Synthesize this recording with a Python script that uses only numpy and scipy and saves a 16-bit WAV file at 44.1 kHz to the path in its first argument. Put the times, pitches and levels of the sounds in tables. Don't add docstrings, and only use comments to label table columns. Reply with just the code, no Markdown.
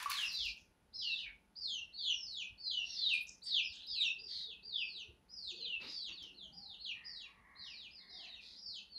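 import sys
import numpy as np
from scipy import signal
from scipy.fft import rfft, irfft, next_fast_len
from scipy.io import wavfile
from scipy.ndimage import map_coordinates

SR = 44100
rng = np.random.default_rng(int(sys.argv[2]) if len(sys.argv) > 2 else 0)


def persist_wave(psi):
    counts = np.round(np.clip(psi, -1, 1) * 32767).astype(np.int16)
    wavfile.write(sys.argv[1], SR, np.atleast_2d(counts).T)


N = 396018


def amp(db):
    return 10 ** (np.asarray(db) / 20)


def unit(x):
    return x / np.sqrt(np.mean(x ** 2) + 1e-20)


def along(points, hz):
    f, v = np.transpose(points)
    return np.interp(np.log(hz + 1), np.log(f + 1), v)


def gate(t, start, end, fade):
    inside = np.minimum(t - start, end - t) / fade + .5
    return np.sin(np.pi / 2 * np.clip(inside, 0, 1)) ** 2


def envelope(age, attack_s, hold_s, db_per_s):
    return gate(age, 0, np.inf, attack_s) * amp(-db_per_s * np.maximum(age - hold_s, 0))


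def wobble(rate, size):
    knots = rng.standard_normal(int(size * rate / SR) + 4)
    return map_coordinates(knots, [np.arange(size) * rate / SR])


def filtered(x, response):
    m = next_fast_len(len(x) + 8192)
    return irfft(rfft(x, m) * response(np.fft.rfftfreq(m, 1 / SR)), m)[:len(x)]


def coloured(x, spectrum):
    return unit(filtered(x, lambda hz: amp(along(spectrum, hz))))


def hump(x, centre_hz, octaves):
    return unit(filtered(x, lambda hz: np.exp(-.5 * (np.log2((hz + 1) / centre_hz) / octaves) ** 2)))


def grainy(size, clump_db):
    return rng.standard_normal(size) * amp(clump_db * wobble(700, size))


def add(track, s, sound):
    i = max(round(s * SR), 0)
    track[i:i + len(sound)] += sound[:max(N - i, 0)]


def bursts(rows, source):
    out, t = np.zeros(N), np.arange(SR // 2) / SR
    for s, length, db, *rest in rows:
        fade = .008 + 0.2 * length
        swell = gate(t, fade / 2, fade / 2 + length, fade)
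        level = amp(db + 1.2 * wobble(55, len(t)))
        add(out, s - fade / 2, swell * level * source(t, *rest))
    return out


def yard(x, walls_db, tail_db):
    # pitch_hz, time_to_fall_60_db_s
    ring_times = [(300, 0.25), (2700, 0.29), (5000, 0.3), (12000, 0.11)]
    far_wall_db, far_wall_s = -10, .055
    hz, t, z = signal.stft(rng.standard_normal(SR * 3 // 4), SR, nperseg=256)
    lumps = amp(3.5 * rng.standard_normal(len(t)))
    decay = amp(-60 * t / along(ring_times, hz)[:, None])
    tail = signal.istft(z * lumps * decay, SR, nperseg=256)[1]
    tail *= 1 - np.exp(-np.arange(len(tail)) / SR / .025)

    near, far = np.zeros((2, len(tail)))
    near_delays_s = rng.uniform(.003, .028, size=12)
    near[(near_delays_s * SR).astype(int)] = rng.uniform(0.2, 1, size=12)
    far_delays_s = far_wall_s * rng.uniform(.55, 1.45, size=4)
    far[(far_delays_s * SR).astype(int)] = rng.uniform(.5, 1, size=4)

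    paths = [(tail_db, tail), (walls_db, near), (walls_db + far_wall_db, far)]
    answer = sum(amp(db) * path / np.linalg.norm(path) for db, path in paths)
    return signal.fftconvolve(x, answer)[:N]


def air():
    # pitch_hz, relative_level_db
    air_colour = [(15, -37), (25, -17.5), (58, -1.5), (115, -19.5), (185, -4), (290, -13), (700, -18),
                  (1400, -23.5), (2500, -26), (5000, -32.5), (8300, -39), (10600, -30.5), (12500, -41),
                  (15500, -50.5)]
    # pitch_hz, level_db
    hum_tones = [(880, -86), (1440, -90.5)]
    t = np.arange(N) / SR
    hiss = amp(-73.5 + 0.25 * wobble(4, N)) * coloured(rng.standard_normal(N), air_colour)
    rumble = amp(-81 + 6.1 * wobble(27, N)) * hump(rng.standard_normal(N), 63, octaves=0.74)
    hum = sum(amp(db) * np.sin(2 * np.pi * hz * t + 0.38 * wobble(14, N)) for hz, db in hum_tones)
    return hiss + rumble + hum


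def clucks():
    # start_s, length_s, relative_level_db, pitch_hz
    cluck_rows = [(2.8, 0.05, -79, 703), (4.18, 0.1, -77, 410), (4.46, .046, -74.5, 415),
                  (4.63, 0.064, -75, 419), (4.93, 0.056, -81, 396), (5.05, .065, -72.5, 404),
                  (5.52, 0.032, -67, 389), (5.58, 0.1, -73.5, 486), (6.33, 0.066, -79, 383),
                  (6.41, 0.086, -81.5, 624), (6.52, 0.2, -78.5, 810), (8.1, 0.21, -78.5, 717)]
    return bursts(cluck_rows, lambda t, hz: unit(np.sin(2 * np.pi * hz * t + 2.37 * wobble(60, len(t)))))


def crow():
    # start_s, hold_s, pitch_hz, upper_resonance_relative_db, lower_resonance_relative_db
    syllables = [(6.955, 0.12, 627.5, -72.5, -73), (7.237, 0.31, 570, -81.5, -69),
                 (7.444, 0.19, 559, -74.5, -69.5), (7.986, 0.29, 530.5, -77.5, -76)]
    attack_s, fade_db_per_s, sag_hz_per_s = 0.041, 96, 60
    out, age = np.zeros(N), np.arange(SR) / SR - attack_s
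    for s, hold_s, hz, upper_db, lower_db in syllables:
        pitch = (hz - sag_hz_per_s * age) * (1 + 0.0261 * wobble(148.6, SR))
        phase = 2 * np.pi * np.cumsum(pitch) / SR
        voice = sum(np.sin(k * phase) for k in range(1, 6)) + 5 * rng.standard_normal(SR)
        throat = amp(upper_db + 4.0) * hump(voice, 1950, octaves=0.14)
        throat += amp(lower_db - 9.0) * hump(voice, 1015, octaves=0.3)
        add(out, s + age[0], throat * envelope(age, attack_s, hold_s, fade_db_per_s))
    return out


def peep_pitch(age, length, top_hz, end_hz, bend, moment, share):
    scoop_share, scoop_s = .146, .008
    break_s = .011
    u = np.clip(age / length, 0, 1)
    drop = np.tanh((u - moment) * length / break_s)
    drop = (drop - drop[0]) / (drop[-1] - drop[0])
    fall = (1 - share) * u ** bend + share * drop
    scoop = np.exp(-np.maximum(age, 0) / scoop_s) * (scoop_share + .04 * wobble(900, len(age)))
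    return (top_hz + (end_hz - top_hz) * fall) * (1 - scoop)


def peep(age, length, top_hz, end_hz, bend, moment, share, db, swell_db, second_db, octave_db):
    # pitch_hz, gain_db
    beak_gain = [(2350, 2), (2850, 0.5), (3250, -0.5), (3850, 1.5), (4400, -2), (5000, 0), (5800, 5)]
    # pitch_hz, relative_level_db
    overtone_gain = [(4800, -38), (5700, -21.5), (6700, -17), (7400, -35.5), (8300, -39.5), (9200, -42.5),
                     (12000, -50)]
    all_peeps_db, arch_db = -1.07, 5
    accent_db, accent_s = 0.5, 0.023
    second_ratio, second_lag = 1.107, .19

    size, u = len(age), np.clip(age / length, 0, 1)
    hz = peep_pitch(age, length, top_hz, end_hz, bend, moment, share)
    hz = hz * (1 + .009 * wobble(260.84, size) + .008 * wobble(50, size))
    phase = 2 * np.pi * np.cumsum(hz) / SR

    effort_db = all_peeps_db + db + swell_db * (u - .5) - arch_db * (2 * u - 1) ** 2
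    effort_db += accent_db * np.exp(-((age - moment * length) / accent_s) ** 2)
    loudness_db = effort_db + along(beak_gain, hz) + 2.73 * wobble(109.9, size)
    level = np.sqrt(2) * amp(loudness_db) * gate(age, 0, length, 0.021)

    tension = np.clip((hz - 2700) / 1000, 0, 1) * gate(age, 0.026, length, 0.053)
    second_hz = second_ratio * hz * (top_hz / hz) ** second_lag
    second_phase = 2 * np.pi * np.cumsum(second_hz) / SR + .9 * wobble(330, size)
    second = amp(second_db) * tension * np.sin(second_phase)

    octave_level_db = octave_db - 3.0 + along(overtone_gain, 2 * hz) + 3 * wobble(60, size)
    octave = amp(octave_level_db) * np.sin(2 * phase)
    mixed_level = amp(second_db - 1.0 + along(overtone_gain, hz + second_hz)) * tension
    mixed = mixed_level * np.sin(phase + second_phase)
    return level * (np.sin(phase) + second), level * (octave + mixed)


def rasp(t, centre_hz):
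    # multiple_of_centre, relative_level_db, width_octaves
    throat_bands = [(.49, -23, 0.19), (1, 2, 0.22), (1.52, -21.5, 0.11), (2.05, -27.5, 0.32)]
    return sum(amp(db - 1.0) * hump(grainy(len(t), clump_db=3.0), ratio * centre_hz, width)
               for ratio, db, width in throat_bands)


def chicks():
    # start_s, length_s, top_hz, end_hz, bend of the sag (1 = straight, more = holds the top longer),
    # moment of the voice's break (0-1), share of the fall made in that break (0-1),
    # relative_level_db, swell from start to end_db, second_voice_db, octave_relative_db
    peep_rows = [(0.09, 0.18, 4860, 2550, 0.74, 0.48, 0.28, -43.0, 8.5, -14, 0),
                 (0.221, 0.27, 5306, 2306, 1.58, 0.27, 0.18, -46, 10, -4, -20),
                 (0.933, 0.19, 4580, 2680, 0.58, 0.47, 0.48, -46.5, 16, -10, 0),
                 (0.939, 0.34, 5420, 2180, 1.01, 0.72, 0.097, -47.5, -8, -17, -5),
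                 (1.561, 0.24, 5260, 2696, 0.79, 0.47, 0.17, -44, 6, -9, 5),
                 (1.931, 0.21, 4704, 2406, 0.88, 0.23, 0.19, -50.5, -3, -12, -4),
                 (1.961, 0.17, 4734, 2712, 1.43, 0.49, 0.28, -42, 17.5, -19.5, 0.5),
                 (2.14, 0.3, 5630, 2370, 1.77, 0.41, 0.088, -48.5, 12.5, -15, 3),
                 (2.582, 0.25, 4933, 2640, 0.71, 0.51, 0.34, -43, 11.5, -5.5, -1.5),
                 (2.845, 0.18, 5760, 4220, 1.6, 0.57, 0.17, -54.5, 10, -15, 8),
                 (2.961, 0.2, 4613, 2390, 0.99, 0.66, 0.31, -38, 6.5, -12, -8.5),
                 (2.975, 0.094, 3970, 2860, 0.5, 0.74, 0.32, -49.5, -11, -4, -15),
                 (3.422, 0.19, 4743, 2360, 2.3, 0.46, 0.24, -40.5, 20, -9.5, -10.5),
                 (3.622, 0.15, 5260, 2460, 2, 0.72, 0.1, -53.5, -5.5, -8.5, 3),
                 (3.826, 0.19, 4300, 2327, 0.89, 0.69, 0.3, -52, 2.5, -7, -4),
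                 (3.871, 0.22, 5444, 2533, 0.71, 0.72, 0.21, -38.2, 9, -20.5, 2.5),
                 (4.183, 0.37, 5040, 2538, 1.12, 0.89, 0.26, -50, -3.5, -10.5, -10),
                 (4.63, 0.21, 4914, 2424, 1.46, 0.4, 0.2, -44.5, 14, -23, -23),
                 (4.736, 0.3, 4940, 2510, 2.42, 0.79, 0.18, -52, 8.5, -10, 1),
                 (5.29, 0.23, 5167, 2503, 1.85, 0.96, 0.22, -50.5, 9, -8, 6),
                 (5.52, 0.14, 4310, 2424, 0.87, 0.65, 0.17, -59, 2, -22, -2),
                 (5.54, 0.23, 4790, 2611, 0.73, 0.52, 0.36, -48.0, 16, -15.5, -15.5),
                 (5.865, 0.241, 5023, 2500, 1.95, 0.85, 0.1, -48.5, 3, -11, 5),
                 (5.882, 0.12, 3920, 3200, 3.8, 0.453, 0.29, -62, 7, -9, -12),
                 (6.115, 0.19, 4780, 2585, 1.0, 0.32, 0.34, -54.5, -11, -17, -6),
                 (6.344, 0.13, 4930, 2852, 0.68, 0.41, 0.13, -56.5, 3.5, -20, -2),
                 (6.526, 0.23, 5134, 2690, 1.26, 0.96, 0.16, -56, 1, -10, -9),
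                 (6.786, 0.14, 4340, 2350, 2.9, 0.5, 0.47, -47, 12, -13, -1.5),
                 (7.046, 0.24, 5210, 2236, 1.1, 0.67, 0.15, -53.5, -13, -6.5, 3),
                 (7.557, 0.186, 4455, 2386, 1.17, 0.57, 0.28, -55, 2, -4, -8),
                 (7.607, 0.27, 5180, 2410, 2.45, 0.44, 0.11, -59, 14.5, -6.5, -4),
                 (7.907, 0.12, 5157, 3450, 2, 0.57, 0.088, -57.5, -1, -22, -10),
                 (8.031, 0.23, 4654, 2600, 1.03, 0.8, 0.06, -60.5, 9, -5, -9),
                 (8.085, 0.19, 5104, 2195, 2.42, 0.7, 0.1, -56.5, 1, -10.5, 7),
                 (8.211, 0.206, 4280, 2380, 1.4, 0.66, 0.37, -58, 2, -9, 0),
                 (8.556, 0.24, 5020, 2595, 2.4, 0.78, 0.1, -52.5, 9.5, -2.5, 4),
                 (8.885, 0.11, 4570, 3950, 3.1, 0.47, 0.36, -54, 29, -24, -12)]
    # start_s, length_s, relative_level_db, centre_hz
    rasp_rows = [(.31, 0.2, -50.5, 4600), (1.07, 0.16, -56.5, 3860), (1.258, 0.049, -62, 1850),
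                 (2.855, 0.35, -54.5, 4080), (3.46, 0.092, -54, 3950), (3.73, .12, -59, 3360),
                 (4.285, 0.152, -51.5, 4040), (5.81, 0.13, -56.5, 4130), (8.415, 0.17, -60.5, 4210)]
    out, age = np.zeros(N), np.arange(SR // 2) / SR - .01
    for s, *shape in peep_rows:
        whistle, overtones = peep(age, *shape)
        add(out, s + age[0], amp(-0.86) * whistle + amp(-11.0) * overtones)
        add(out, s + age[0], yard(whistle, walls_db=-2.5, tail_db=-6.0))
        add(out, s + age[0], yard(overtones, walls_db=3.5, tail_db=-4.5))
    hoarse = bursts(rasp_rows, rasp)
    return out + hoarse + yard(hoarse, walls_db=-4.0, tail_db=-15.5)


def tick(db):
    t = np.arange(SR // 20) / SR
    return amp(db - 60 * t / .022) * hump(rng.standard_normal(len(t)), 11000, octaves=0.43)


def settling():
    # start_s, length_s, level_db, centre_hz
    bright_rows = [(.575, 0.046, -70.5, 5700), (3.135, 0.022, -61, 8770), (3.21, 0.032, -66.5, 10900),
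                   (3.27, 0.03, -58, 6100), (3.435, 0.035, -65, 8100), (3.73, 0.038, -69, 6350),
                   (5.81, 0.12, -83.5, 11200), (5.88, 0.076, -70, 6000), (6.225, 0.02, -62, 5200)]
    # start_s, length_s, level_db
    scuff_rows = [(5.805, 0.095, -56.5), (6.085, 0.048, -63), (6.22, 0.031, -68.5)]
    # pitch_hz, relative_level_db
    basin_colour = [(71, -34), (120, -9.5), (353, 1.5), (442, -12), (533, -4.5), (660, -19), (961, -9.5),
                    (1630, -14), (1870, -11), (2400, -4.5), (3120, -5), (5280, -120)]
    # start_s, length_s, level_db, centre_hz
    bump_rows = [(.39, 0.086, -58.5, 56), (1.25, 0.071, -67, 54.6), (5.08, 0.027, -59.5, 81.3),
                 (5.55, 0.16, -72, 202), (6.2, 0.18, -73, 320), (6.42, 0.21, -70, 179),
                 (8.05, 0.2, -79, 340)]
    # start_s, starting_level_db
    drip_rows = [(.029, -46), (0.1, -37), (.322, -57.5), (.331, -55.5), (.349, -56.5), (.455, -58.5),
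                 (.573, -74), (1.06, -74), (3.438, -73), (3.866, -69), (6.229, -68)]
    out = bursts(bright_rows, lambda t, hz: hump(grainy(len(t), clump_db=4), hz, octaves=0.21))
    out += bursts(scuff_rows, lambda t: coloured(grainy(len(t), clump_db=0.5), basin_colour))
    out += bursts(bump_rows, lambda t, hz: hump(rng.standard_normal(len(t)), hz, octaves=0.39))
    for s, db in drip_rows:
        add(out, s, tick(db))
    return out


def droplets(count, centre_hz, cycles):
    out, life = np.zeros(N), np.arange(SR // 50) / SR
    for when, pitch, size in rng.uniform(size=(count, 3)):
        turns = life * centre_hz * 3 ** (2 * pitch - 1)
        ring = np.sin(2 * np.pi * turns) * np.exp(-turns / cycles) * (1 - np.exp(-turns))
        add(out, when * 0.4, amp(-20 * size) * ring)
    return out / np.std(out[:SR // 2])


def plops():
    # start_s, pitch_hz, relative_level_db, time_to_fall_60_db_s
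    plop_rows = [(0.025, 1015, -39.5, 0.031), (0.0587, 1138, -29, 0.062), (0.1, 1052, -43.5, 0.076),
                 (0.116, 1186, -43.5, 0.059), (0.189, 1690, -39.5, 0.036)]
    out, life = np.zeros(N), np.arange(SR // 8) / SR
    for s, hz, db, t60 in plop_rows:
        ring = np.sin(2 * np.pi * hz * life * (1 + 0.06 * life)) * (1 - np.exp(-life / 0.0013))
        add(out, s, amp(db + 3 - 60 * life / t60) * ring)
    return out


def patter():
    start_s, end_s = .08, .72
    first_db, fade_db_per_s = -52.5, 45.5
    out = np.zeros(N)
    for when, size in rng.uniform(size=(50, 2)):
        late = when ** 0.71 * (end_s - start_s)
        add(out, start_s + late, tick(first_db - fade_db_per_s * late - 14 * size))
    return out


def bath():
    # start_s, slosh_relative_db, spray_relative_db
    beats = [(0.0, -42.5, -54.5), (0.096, -45.5, -49), (.166, -58.5, -56), (.205, -51.5, -54.5)]
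    # pitch_hz, relative_level_db
    slosh_colour = [(300, -73.5), (600, -26.5), (780, -16.5), (950, -5), (1140, -5), (1410, -4), (1900, -3),
                    (2600, -6), (3400, -19), (5700, -100)]
    # pitch_hz, relative_level_db
    spray_colour = [(500, -52), (1200, -21.5), (2200, 12.5), (4000, 9.5), (6500, 2.5), (8500, -4),
                    (10500, 2), (13000, -11), (16000, -11)]
    attack_s, hold_s = .006, .018
    slosh_db_per_s, spray_db_per_s = 125, 217.5
    t = np.arange(N) / SR
    slosh = np.max([amp(db) * envelope(t - s, attack_s, hold_s, slosh_db_per_s)
                    for s, db, _ in beats], axis=0)
    spray = np.max([amp(db) * envelope(t - s, attack_s, hold_s, spray_db_per_s)
                    for s, _, db in beats], axis=0)
    water = amp(-6.0) * slosh * coloured(grainy(N, clump_db=2.0), slosh_colour)
    water += spray * amp(6.0 + 1.0 * wobble(70, N)) * coloured(grainy(N, clump_db=4.5), spray_colour)
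    water += spray * amp(-4.0) * droplets(count=420, centre_hz=4180, cycles=6)
    return water + patter() + plops()


def scene():
    far = clucks() + crow()
    basin = bath() + settling()
    far = amp(3) * far + yard(far, walls_db=-5.5, tail_db=-2.5)
    basin = basin + yard(basin, walls_db=-8.5, tail_db=-8)
    return (air() + far + chicks() + basin)[None]


def record(dry):
    return filtered(dry[0], lambda hz: hz < 15730)[None]


dry = scene()
out = record(dry)
persist_wave(out)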